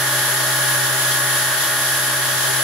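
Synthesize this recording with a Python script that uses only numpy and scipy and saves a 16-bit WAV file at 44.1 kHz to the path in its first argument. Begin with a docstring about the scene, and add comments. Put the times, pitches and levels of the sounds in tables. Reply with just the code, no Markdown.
"""Small lathe turning metal

A small lathe turns metal at a constant speed, close by in a workshop.
The motor hums (a sine) over bearing rush (shaped noise); the drive whines high above in sidebands.
The toothed belt whirrs: a noise loop repeats every lap under tones locked to the lap.
The cut hisses (shaped noise) and rings the steel; swarf ticks as cracks with decaying sines."""
import sys
import numpy as np
from scipy.fft import rfft, irfft, next_fast_len
from scipy.io import wavfile
from scipy.ndimage import map_coordinates

SR = 44100
rng = np.random.default_rng(int(sys.argv[2]) if len(sys.argv) > 2 else 0)


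def wrap_up_sound(samples):
    """Save the sound to the file named by the first command line argument, as 16-bit audio."""
    columns = np.atleast_2d(samples).T
    # keep every value between -1 and 1, then stretch to whole-number steps
    tamed = np.clip(columns, -1, 1)
    steps = np.round(tamed * 32767).astype(np.int16)
    wavfile.write(sys.argv[1], SR, steps)


N = 115983
TIME_S = np.arange(N) / SR
MOTOR_HZ = 64.865

# ringing modes of tool and swarf: (frequency [Hz], t60 [s], level [dB], left-right [dB])
STEEL_MODES = [(3134, 0.031, 0.5, -8.5), (3362, 0.051, 4.5, 1), (3660, 0.023, -2, 1), (4290, 0.036, -2, -2),
               (5250, .05, -13, -11), (6800, 0.032, 0.5, 10)]


def amp(db):
    """Amplitude gain of a level in dB."""
    return 10 ** (np.asarray(db) / 20)


def along(points, hz):
    """Interpolate (frequency [Hz], value) points on a log frequency axis."""
    point_hz, value = np.transpose(points)
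    return np.interp(np.log(hz + 1), np.log(point_hz + 1), value)


def pan(left_right_db):
    """Left and right gains of unit mean power."""
    gains = amp(np.array([[.5], [-.5]]) * left_right_db)
    return gains / np.sqrt(np.mean(gains ** 2, axis=0))


def wobble(knots_per_s):
    """Smooth random curve: a spline through normal random knots."""
    knots = rng.standard_normal(int(N * knots_per_s / SR) + 4)
    return map_coordinates(knots, [np.arange(N) * knots_per_s / SR])


def shaft():
    """Motor shaft angle in radians, at constant speed."""
    return 2 * np.pi * MOTOR_HZ * TIME_S


def noise(spectrum, size):
    """Stereo noise loop, size samples long: (frequency [Hz], level [dB per Hz]) shapes its spectrum."""
    # left-right correlation, clipped to -1..1: (frequency [Hz], correlation [1])
    likeness = [(30, -0.5), (120, 2.5), (350, 1.2), (700, 0.56), (1600, 0.6), (3500, 0.33), (6000, -0.01),
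                (15000, 0)]
    # stereo balance: (frequency [Hz], left-right [dB])
    balance = [(100, -9.5), (1000, -1.5), (1750, -3.5), (2800, 0), (6000, -0.5), (8300, 2.5), (11000, 5.5),
               (15000, 2.5)]
    hz = np.fft.rfftfreq(size, 1 / SR)
    mid_side_rad = np.arccos(np.clip(along(likeness, hz), -1, 1)) / 2
    shaped = rfft(rng.standard_normal((2, size))) * amp(along(spectrum, hz))
    mid, side = shaped * [np.cos(mid_side_rad), np.sin(mid_side_rad)]
    left_right = np.array([mid + side, mid - side]) * pan(along(balance, hz))
    return irfft(left_right, size) * np.sqrt(SR / 2)  # scales to dB per Hz


def tone(angle_rad, level_db, left_right_db, left_lead_rad):
    """Stereo sine, level as RMS; its phase on the left leads the right by left_lead_rad."""
    phase = angle_rad + np.array([[.5], [-.5]]) * left_lead_rad
    return np.sqrt(2) * amp(level_db) * pan(left_right_db) * np.sin(phase)


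def motor():
    """The motor hums at twice the shaft rate over the broadband rush of bearings and frame."""
    # hum level: (time [s], level [dB])
    hum_level = [(0, -33.5), (.07, -33.5), (.34, -34.5), (.53, -32), (1.32, -33.5), (1.61, -38),
                 (2.1, -35.5), (2.6, -34.5)]
    # bearing and frame rush: (frequency [Hz], level [dB per Hz])
    rush_spectrum = [(20, -92), (55, -79), (90, -72), (132, -65), (190, -74), (260, -73.5), (400, -69),
                     (650, -69.5), (1000, -66.5), (1330, -69.5), (1700, -59), (1900, -61), (2200, -66),
                     (3000, -69), (6000, -105)]
    waver_db = .4 * wobble(8.8)
    level_db = np.interp(TIME_S, *np.transpose(hum_level)) + waver_db
    hum = tone(2 * shaft(), level_db, left_right_db=-1.2, left_lead_rad=-0.2)
    return hum + noise(rush_spectrum, size=N)


def belt():
    """Teeth run over the pulleys: a rough pattern repeats each lap, with tones that swell once a lap."""
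    # whirr: (frequency [Hz], level [dB per Hz])
    whirr_spectrum = [(30, -100), (170, -94), (250, -76.5), (400, -68.5), (600, -64), (780, -68.5),
                      (1050, -61), (1300, -60.5), (1700, -68.5), (1900, -62.5), (2150, -69.5),
                      (2550, -75.5), (3100, -63.5), (4000, -75.5), (8000, -76)]
    # shaft, pulley and tooth tones:
    # (multiple of shaft rate [1], level [dB], left-right [dB], left lead [rad])
    tones = [(4, -52, -1, 0), (5, -43.5, -2, 0), (6, -44.5, 0, 0), (9, -40, 0, 0), (10, -41.5, -1, 0),
             (12, -47, 1, 0), (13, -41.5, -2, 0), (13.2, -42.5, -2, 0), (15, -38, 8, 2.4),
             (17, -37.5, -2, 0), (17.4, -45, -4, 0), (19, -43, -1, 0), (20, -44.5, -4, 0),
             (22, -38, 1, -.2), (22.2, -45, -2, 0), (22.5, -41, 0, 1), (23, -40, -4, .8), (24, -35, 0, 1.3),
             (25, -34, -10, -1), (25.2, -44, -15, 0), (25.8, -40, -7, .5), (26, -30, -7, -.6),
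             (26.5, -41, -13, 1.9), (27.5, -44, 0, 0), (28, -33, -4, .6), (29, -38.5, -3, -.5),
             (29.5, -43, -13, -1.2), (30.5, -47, -3, .5), (33.5, -52, 0, 0)]
    turns_per_lap = 10
    pulley_depth, teeth_depth = 0.26, 0.17
    lap_swell_db, waver_depth_db, drift_depth_rad = 1.5, 1.67, 0.14
    # high tones cross the frame sooner, smearing the teeth into an even buzz
    dispersion_rad = .59  # per multiple squared
    ease_db_per_s = 0.35  # quietens slowly as the load eases

    angle = shaft()
    lap = noise(whirr_spectrum, size=round(SR * turns_per_lap / MOTOR_HZ))
    whirr = lap[:, np.arange(N) % lap.shape[1]]
    # one pulley turn takes two shaft turns
    pulse = 1 + pulley_depth * np.sin(angle / 2) + teeth_depth * np.sin(2 * angle)
    out = whirr * pulse
    for multiple, db, left_right_db, left_lead_rad in tones:
        locked = round(multiple * turns_per_lap) / turns_per_lap  # whole cycles per lap
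        lap_phase = angle / turns_per_lap + rng.uniform(0, 2 * np.pi)
        level_db = db + lap_swell_db * np.sin(lap_phase) + waver_depth_db * wobble(6.37)
        drift_rad = drift_depth_rad * wobble(6.34)
        phase = locked * angle + dispersion_rad * locked ** 2 + drift_rad
        out = out + tone(phase, level_db, left_right_db, left_lead_rad)
    return out * amp(-ease_db_per_s * (np.arange(N) - N / 2) / SR)  # 0 dB at mid-scene


def drive():
    """The switched motor current sings in thin lines, offset from the switching rate by shaft rates."""
    # offset of each line from the switching rate: (offset [shaft rates])
    sidebands = [-9, -3, 2, 3, 6, 9]
    # one row per sideband: (level [dB], left-right [dB], left lead [rad])
    lines = [(-36.5, 3, 3.1), (-26.5, 9, .5), (-49, 5, .9), (-33.5, 4, -2.2), (-48, 7, .2), (-38, 11, 1.6)]
    switch_hz = 11055.7
    carrier = 2 * np.pi * switch_hz * TIME_S
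    waver_db = 0.98 * wobble(6.73)  # shared by all lines
    out = np.zeros((2, N))
    for offset, (db, left_right_db, left_lead_rad) in zip(sidebands, lines):
        phase = carrier + offset * shaft() + rng.uniform(0, 2 * np.pi)
        out += tone(phase, db + waver_db, left_right_db, left_lead_rad)
    return out


def cut():
    """The tool shears the metal: hiss, steel modes kept ringing, a slight swell each turn of the work."""
    # hiss: (frequency [Hz], level [dB per Hz])
    hiss_spectrum = [(300, -101), (1500, -71.5), (2600, -71.5), (3150, -62.5), (4500, -62.5), (6000, -63),
                     (7200, -63.5), (8600, -67.5), (11000, -61.5), (12300, -65.5), (14000, -66.5),
                     (15700, -70.5)]
    ring_db_per_hz = -60.5  # at a mode's peak, before its own level
    pulse_depth, waver_depth_db = 0.049, 0.78
    f = np.fft.rfftfreq(N, 1 / SR)
    response = 0
    for hz, t60_s, db, left_right_db in STEEL_MODES:
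        resonance = 1 / (1 + 2j * np.pi * (f - hz) * t60_s / np.log(1000))
        response = response + amp(db) * pan(left_right_db) * resonance
    ring = irfft(rfft(rng.standard_normal((2, N))) * response, N)
    ring = ring * amp(ring_db_per_hz) * np.sqrt(SR / 2)
    pulse = 1 + pulse_depth * np.sin(shaft() / 2)  # work turns at half the shaft rate
    return (noise(hiss_spectrum, size=N) + ring) * pulse * amp(waver_depth_db * wobble(14))


def swarf():
    """Curls tap the tool at random: each tap is a noise crack and a short ring of the steel modes."""
    # a curl catches: (time [s], ring level before mode levels [dB], crack over that level [dB])
    snags = [(1.12, -26.5, -4)]
    taps_per_s, tap_db, tap_spread_db, crack_over_tap_db = 50, -45, 1, 15
    crack_t60_s = .003
    t = np.arange(SR // 10) / SR
    out = np.zeros((2, N + len(t)))
    taps = []
    for _ in range(int(taps_per_s * N / SR)):
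        time_s = rng.random() * N / SR
        level_db = tap_db + tap_spread_db * rng.standard_normal()
        taps.append((time_s, level_db, crack_over_tap_db))
    for time_s, level_db, crack_db in snags + taps:
        ring = 0
        for hz, t60_s, mode_db, left_right_db in STEEL_MODES:
            left_lead_rad = rng.uniform(-0.81, 1.5)
            decay_db = mode_db - 60 * t / t60_s
            ring = ring + tone(2 * np.pi * hz * t, decay_db, left_right_db, left_lead_rad)
        crack = amp(crack_db - 60 * t / crack_t60_s) * rng.standard_normal((2, len(t)))
        start = int(time_s * SR)
        out[:, start:start + len(t)] += amp(level_db) * (ring + crack)
    return out[:, :N]


def scene():
    """All sources run at once."""
    return motor() + belt() + drive() + cut() + swarf()


def record(dry):
    """Sharp low-pass: nothing remains above the band limit."""
    top_hz = 15740
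    size = next_fast_len(N + SR // 2)  # zero padding against wrap-around
    passband = np.fft.rfftfreq(size, 1 / SR) < top_hz
    return irfft(rfft(dry, size) * passband, size)[:, :N]


dry = scene()
out = record(dry)
wrap_up_sound(out)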